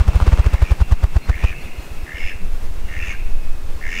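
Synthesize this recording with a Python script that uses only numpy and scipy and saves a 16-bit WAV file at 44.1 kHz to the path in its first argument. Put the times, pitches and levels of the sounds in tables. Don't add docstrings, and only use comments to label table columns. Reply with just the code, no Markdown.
import sys
import numpy as np
from scipy import signal
from scipy.fft import rfft, irfft, next_fast_len
from scipy.io import wavfile
from scipy.ndimage import uniform_filter1d, minimum_filter1d, map_coordinates

SR = 44100
rng = np.random.default_rng(int(sys.argv[2]) if len(sys.argv) > 2 else 0)


def master(y):
    cut = np.clip(np.atleast_2d(y).T, -1, 1)
    pcm = np.round(cut * 32767)
    wavfile.write(sys.argv[1], SR, pcm.astype(np.int16))


def attenuation_scalar(level_db):
    decades = np.asarray(level_db, float) / 20
    return 10 ** decades


N = 176400

# [t/s, level/dB]
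WIND_LEVEL = [(0.0, -19.5), (0.75, -25), (0.88, -13.5), (1.02, -25.5), (1.15, -15.5), (1.21, -25),
              (1.68, -22), (1.87, -33.5), (2.0, -15.5), (2.13, -40), (2.22, -17), (2.38, -28.5),
              (2.44, -14.5), (3.14, -18.5), (3.21, -10), (4.0, -22.5)]
# [f/Hz, level/dB]
WIND_COLOUR = [(2, -36), (6, -1.5), (11, -3), (18, -2), (24, -24.5), (45, -25), (110, -44.5)]
# [f/Hz, level/dB per Hz]
HUSH_COLOUR = [(110, -2), (350, -4.5), (900, -12), (1600, -14.5), (4000, -22), (9500, -27), (9800, -28.5),
               (15600, -29.5)]
# [t/s, level/dB]
CHORUS_LEVEL = [(0.0, -44.5), (0.34, -43.5), (1.21, -47), (1.59, -41.5), (1.94, -51.5), (2.32, -42),
                (2.52, -54.5), (2.76, -56), (3.07, -35), (3.64, -69), (3.88, -44), (4.0, -32)]
# [f/Hz, level/dB]
CHORUS_COLOUR = [(1800, -18), (2150, -3.5), (2450, -7), (2700, 0), (2850, -8.5), (3050, -52)]
# [t/s, thump level/dB, feather puff level/dB, wing-tip hiss level/dB]
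NEAR_BEATS = [(.0092, -1.5, -26, -46), (0.0868, -3, -29, -45), (.16, -2.5, -27.5, -41.5),
              (0.224, -3.5, -25.5, -43), (0.2805, 0, -19, -56), (.3326, -0.5, -22, -52),
              (0.3972, 0, -22, -49), (.4673, -2.5, -27, -46.5), (0.5422, -4, -29, -40),
              (0.627, -2.5, -27.5, -43), (0.7176, -2, -24.5, -38.5), (0.8174, -1, -24, -43),
              (0.9246, -2, -25.5, -45), (1.041, -3.5, -27, -42), (1.166, -3.5, -28, -48),
              (1.299, -4.5, -25, -50), (1.4445, -4.5, -25.5, -43.5)]
# [f/Hz, level/dB per Hz]
FEATHER_COLOUR = [(110, 9.5), (200, -4.5), (400, -3), (1200, -5), (2200, -15.5), (4200, -23), (8800, -32),
                  (15500, -60)]
# [f/Hz, level/dB]
HISS_COLOUR = [(2500, 4), (5000, 0), (9000, 1), (15600, -5)]
# [f/Hz, level/dB]
FLUTTER_COLOUR = [(120, 0.5), (165, 0.5), (205, -3.5), (260, -26.5)]
# [f/Hz, level/dB]
RUSTLE_COLOUR = [(2500, 6), (4000, 1), (9300, -7), (9800, -19), (15600, -15)]
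# [t/s, peak level/dB]
QUILL_CLICKS = [(.079, -21), (0.134, -18.5), (.202, -12.5), (.213, -18), (0.268, -23), (0.278, -14),
                (.322, -18), (0.329, -20), (.375, -15.5), (.395, -21), (.444, -16), (.463, -17),
                (.537, -24), (.625, -25), (.815, -25), (.916, -23), (0.921, -22), (1.041, -21),
                (1.167, -21.5), (1.296, -20)]
# [start t/s, length t/s, level/dB, rasp level/dB, rasp f/Hz]
QUACK_CALLS = [
    (0.491, 0.26, -37, -20, 5140),
    (1.277, 0.27, -31.5, -24, 5630),
    (2.067, 0.27, -30, -22.5, 5060),
    (2.887, .272, -30, -19.5, 6000),
    (3.813, 0.3, -25, -20.5, 5200),
]
# [share of length, effort level/dB, throat f/Hz, throat level/dB, bill f/Hz]
QUACK_COURSE = [
    (0, -10, 1760, 0.5, 2000),
    (.15, -5.5, 1770, 3, 2040),
    (.4, -2, 1790, -1, 2164),
    (.7, 0.5, 1850, -4, 2310),
    (.86, -0.5, 1855, -5, 2270),
    (.92, -4, 1660, 0, 2127),
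    (1, -15, 1615, 6, 2100),
]
# [throat level/dB, head level/dB, chest level/dB, fizz level/dB, bill pitch ratio]
QUACK_COLOURS = [
    (-1, -7.5, -15, 2, 1),
    (-2.5, -4, -15, 2, 1.02),
    (-1, -3.5, -19, 3, .97),
    (-1.5, -3.5, -9, 2.5, 1.02),
    (-2, -3.5, -20, 7, .99),
]
REED_RATES = [76, 90]
PITCH_SPREAD = [.028, .03, .015, .03, .008, .11]
# [f/Hz, level/dB]
FIZZ_COLOUR = [(4500, -10), (5100, 0), (7000, -0.5), (7900, -10.5)]
# [t/s, length t/s, f/Hz, level/dB]
BRIGHT_NOTES = [(0.52, 0.033, 2750, -42), (.605, .015, 2100, -38), (.68, .06, 2330, -37),
                (0.83, .06, 2750, -42), (1.557, .03, 2600, -36), (2.228, 0.022, 2750, -34),
                (2.297, 0.048, 2600, -32.5), (3.034, 0.033, 2670, -26.5), (3.109, 0.027, 2200, -24),
                (3.793, 0.013, 1050, -39), (2.24, 0.12, 5210, -46), (2.225, .05, 2180, -31),
                (2.16, .03, 2120, -32), (1.47, 0.063, 2450, -36), (3.145, 0.022, 1600, -37)]
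# [t/s, length t/s, f/Hz, level/dB]
CHIP_NOTES = [
    (1.245, 0.054, 4200, -46.5),
    (1.616, 0.02, 4300, -48),
    (1.645, 0.037, 3550, -49),
    (1.79, .05, 4220, -52),
    (1.853, .06, 4200, -55),
    (3.756, 0.027, 4330, -52),
]
# [t/s, thump level/dB]
FAR_BEATS = [(1.3556, -19), (1.509, -20), (1.6523, -22), (1.7877, -19), (1.9146, -22.0), (2.0346, -20.5),
             (2.1474, -22.5), (2.2533, -20), (2.3545, -21.5), (2.4523, -23), (2.5416, -23.5), (2.6269, -22),
             (2.7065, -23.5), (2.7812, -23), (2.8508, -20.5), (2.9145, -23.5), (2.973, -18), (3.027, -19.5),
             (3.0851, -22), (3.1507, -24.5), (3.2194, -27), (3.2933, -25.5), (3.3727, -26), (3.4584, -26),
             (3.5495, -23.5), (3.6493, -21.5), (3.7563, -21), (3.8722, -24)]
# [start t/s, length t/s, level/dB, f/Hz]
TRILL_CALLS = [
    (1.463, 0.65, -51, 2540),
    (3.1, 0.54, -51, 2540),
    (2.4, 0.12, -55.5, 2650),
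    (2.82, 0.34, -50, 2830),
    (1.52, .5, -54.5, 2850),
]
# [t/s, level/dB, f/Hz]
WIND_KNOCKS = [
    (1.58, -37.5, 130),
    (2.43, -33.5, 190),
    (4, -35, 240),
    (2.1, -46, 160),
]

TIME = np.arange(N) / SR


def unit(x):
    return x / np.sqrt(np.mean(x ** 2) + 1e-20)


def filtered(x, response):
    m = next_fast_len(N + SR)
    return irfft(rfft(x, m) * response(np.fft.rfftfreq(m, 1 / SR)), m)[:N]


def noise(colour):
    f, db = np.transpose(colour)
    octaves = np.log(np.r_[f[0] / 2, f, f[-1] * 2])
    levels = np.r_[-90, db, -90]
    shape = lambda hz: attenuation_scalar(np.interp(np.log(hz + 1e-3), octaves, levels))
    return unit(filtered(rng.standard_normal(N), shape))


def wobble(rate):
    knots = rng.standard_normal(int(N * rate / SR) + 4)
    return map_coordinates(knots, [np.arange(N) * rate / SR])


def level(rows):
    s, db = np.transpose(rows)
    return attenuation_scalar(np.interp(TIME, s, db))


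def bump(s, rise_s, fall_s):
    t = TIME - s
    return np.exp(-.5 * (t / np.where(t < 0, rise_s, fall_s)) ** 2)


def tone(hz, bend):
    return np.sin(2 * np.pi * hz * TIME + bend)


def thumps(beats, pump_s):
    lag_s, low_cut_hz = .001, 20
    u = (TIME - lag_s - np.array(beats)[:, :1]).astype(np.float32) / pump_s
    pulses = (u * u - 1) * np.exp(-np.minimum(u * u, 60) / 2)
    push = attenuation_scalar(np.array(beats)[:, 1]) @ pulses
    return filtered(push, lambda f: -f * f / (low_cut_hz ** 2 - f * f + 1j * f * low_cut_hz))


def wind_and_hush():
    hush = attenuation_scalar(-41 + 0.99 * wobble(2.44) + 0.62 * wobble(20))
    return level(WIND_LEVEL) * noise(WIND_COLOUR) + hush * noise(HUSH_COLOUR)


def frog_chorus():
    clumps = attenuation_scalar(-1.0 + 2.1 * wobble(27.76) + 1.1 * wobble(7.48))
    return level(CHORUS_LEVEL) * clumps * noise(CHORUS_COLOUR)


def near_grouse():
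    hiss_s, swish_s, click_s = 0.0042, 0.036, 0.0014
    snap_s, snap_hz = 0.00065, 1120
    puffs = sum(attenuation_scalar(db) * bump(s - 0.0011, 0.0081, 0.0059) for s, _, db, _ in NEAR_BEATS)
    hiss = sum(attenuation_scalar(db) * bump(s - hiss_s, hiss_s / 2, hiss_s) for s, _, _, db in NEAR_BEATS)
    swish = sum(attenuation_scalar(-34.5 - 2.5 * s) * bump(s, swish_s, swish_s / 2) for s, *_ in NEAR_BEATS)
    clicks = sum(attenuation_scalar(db - 7.5) * bump(s, click_s / 4, click_s) for s, db in QUILL_CLICKS)
    snaps = sum(attenuation_scalar(db - 5) * bump(s, snap_s / 2, snap_s) * np.cos(2 * np.pi * snap_hz * (TIME - s))
                for s, db in QUILL_CLICKS)
    grit = attenuation_scalar(3.25 * wobble(450))
    out = attenuation_scalar(1.75) * thumps(NEAR_BEATS, .004) - snaps
    out += (puffs * grit + clicks) * noise(FEATHER_COLOUR)
    out += (hiss + attenuation_scalar(-18.5) * clicks) * noise(HISS_COLOUR)
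    out += swish * noise(FEATHER_COLOUR)
    out += (attenuation_scalar(-0.5) * swish + attenuation_scalar(-6) * puffs) * noise(FLUTTER_COLOUR)
    return out + attenuation_scalar(-11) * swish * noise(RUSTLE_COLOUR)


def among_trees(x):
    t = np.arange(SR) / SR
    woods_t60_s, near_t60_s = .35, .05
    fade = attenuation_scalar(-60 * t / woods_t60_s) + attenuation_scalar(13 - 60 * t / near_t60_s)
    tail = rng.standard_normal(SR) * fade
    return x + attenuation_scalar(-8) * signal.fftconvolve(x, tail / np.linalg.norm(tail))[:N]


def duck():
    swell_s, ring_s = .0015, .0022
    head_hz, edge_hz, chest_hz = 2636, 3350, 1433
    head_grows, rasp_grows = 2.93, 2.17
    stagger_s = .004
    glide_per_s = 20
    out, gate = np.zeros(N + SR), np.zeros(N + SR)
    t = np.arange(600) / SR
    u = t - 3 * swell_s
    share, *controls = np.transpose(QUACK_COURSE)

    def shape(late):
        return np.exp(-.5 * ((u - late) / np.where(u < late, swell_s, ring_s)) ** 2)

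    for call, colour in zip(QUACK_CALLS, QUACK_COLOURS):
        start, length, db, rasp_db, rasp_hz = call
        low_db, head_db, chest_db, fizz_db, ratio = colour
        s = 0
        chances, gusts = rng.standard_normal((40, 16)), rng.standard_normal((40, 5, len(t)))
        for d, gust in zip(chances, gusts):
            if s > length:
                break
            effort, throat_hz, throat_db, bill_hz = (np.interp(s / length, share, c) for c in controls)
            per_s = np.interp(s / length, [.12, .64], REED_RATES)
            rasp = rasp_grows * effort
            parts = [(ratio * bill_hz, effort), (throat_hz, effort + throat_db + low_db),
                     (head_hz, head_grows * effort - 1 + head_db), (edge_hz, rasp - 19.5),
                     (rasp_hz, rasp + rasp_db), (chest_hz, effort + chest_db)]
            breath = 1 + .35 * unit(uniform_filter1d(gust, size=60))
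            ring = 0
            for k, (f, g) in enumerate(parts):
                late = stagger_s * np.log2(min(f, head_hz) / throat_hz)
                pitch = f * (1 + PITCH_SPREAD[k] * d[k + 5])
                wave = np.sin(2 * np.pi * pitch * (t + glide_per_s * u * u / 2) + d[k + 10])
                ring = ring + attenuation_scalar(g + 2 * d[k]) * breath[k % 5] * shape(late) * wave
            at = round((start + s + .04 * d[15] / per_s - 3 * swell_s) * SR)
            out[at:][:len(t)] += attenuation_scalar(db + 4.0) * ring
            gate[at:][:len(t)] += attenuation_scalar(db + 4 + rasp + rasp_db + fizz_db) * shape(0)
            s = s + 1 / per_s
    fizz = uniform_filter1d(gate[:N], size=260) * noise(FIZZ_COLOUR)
    return among_trees(out[:N] + fizz)


def bright_notes():
    out = np.zeros(N)
    for s, length, hz, db in BRIGHT_NOTES:
        throb = 3.5 * (0.5 + np.cos(2 * np.pi * 90 * (TIME - s)))
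        loud = attenuation_scalar(db + 1.6 * wobble(82) - throb)
        out += loud * bump(s, length / 3, length / 2) * tone(hz, 0.43 * wobble(60))
    return out


def small_birds():
    return sum(attenuation_scalar(db) * bump(s, length / 3, length / 2) * tone(hz, 1.3 * wobble(120))
               for s, length, hz, db in CHIP_NOTES)


def far_grouse():
    return attenuation_scalar(1.44) * thumps(FAR_BEATS, 0.0044)


def frog_trills():
    out = np.zeros(N)
    for s, length, db, hz in TRILL_CALLS:
        pulse = np.sin(2 * np.pi * 26 * TIME + 1.7 * wobble(6))
        beat = attenuation_scalar(3.5 * (pulse - 1) + 1.0 * wobble(20))
        swell = bump(s + length / 3, length / 4, length / 2.1)
        out += 2 * attenuation_scalar(db) * swell * beat * tone(hz, 1.05 * wobble(30.1))
    return out


def wind_knocks():
    return sum(attenuation_scalar(db) * bump(s, 0.024, 0.024) * tone(hz, 1.4 * wobble(60)) for s, db, hz in WIND_KNOCKS)


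def scene():
    birds = near_grouse() + duck() + small_birds() + far_grouse()
    callers = frog_chorus() + bright_notes() + frog_trills()
    return (wind_and_hush() + birds + callers + wind_knocks())[None]


def band_limit(x):
    return signal.sosfilt(signal.butter(12, 15680, fs=SR, output="sos"), x)


def record(dry):
    ceiling, hold_s = 0.87, 0.0044
    span = int(hold_s * SR)
    needed = np.minimum(1, ceiling / (np.abs(dry) + 1e-9))
    gain = uniform_filter1d(minimum_filter1d(needed, size=2 * span), size=span)
    mix = filtered((dry * gain)[0], lambda hz: hz < 15700)[None]
    return band_limit(mix)


dry = scene()
out = record(dry)
master(out)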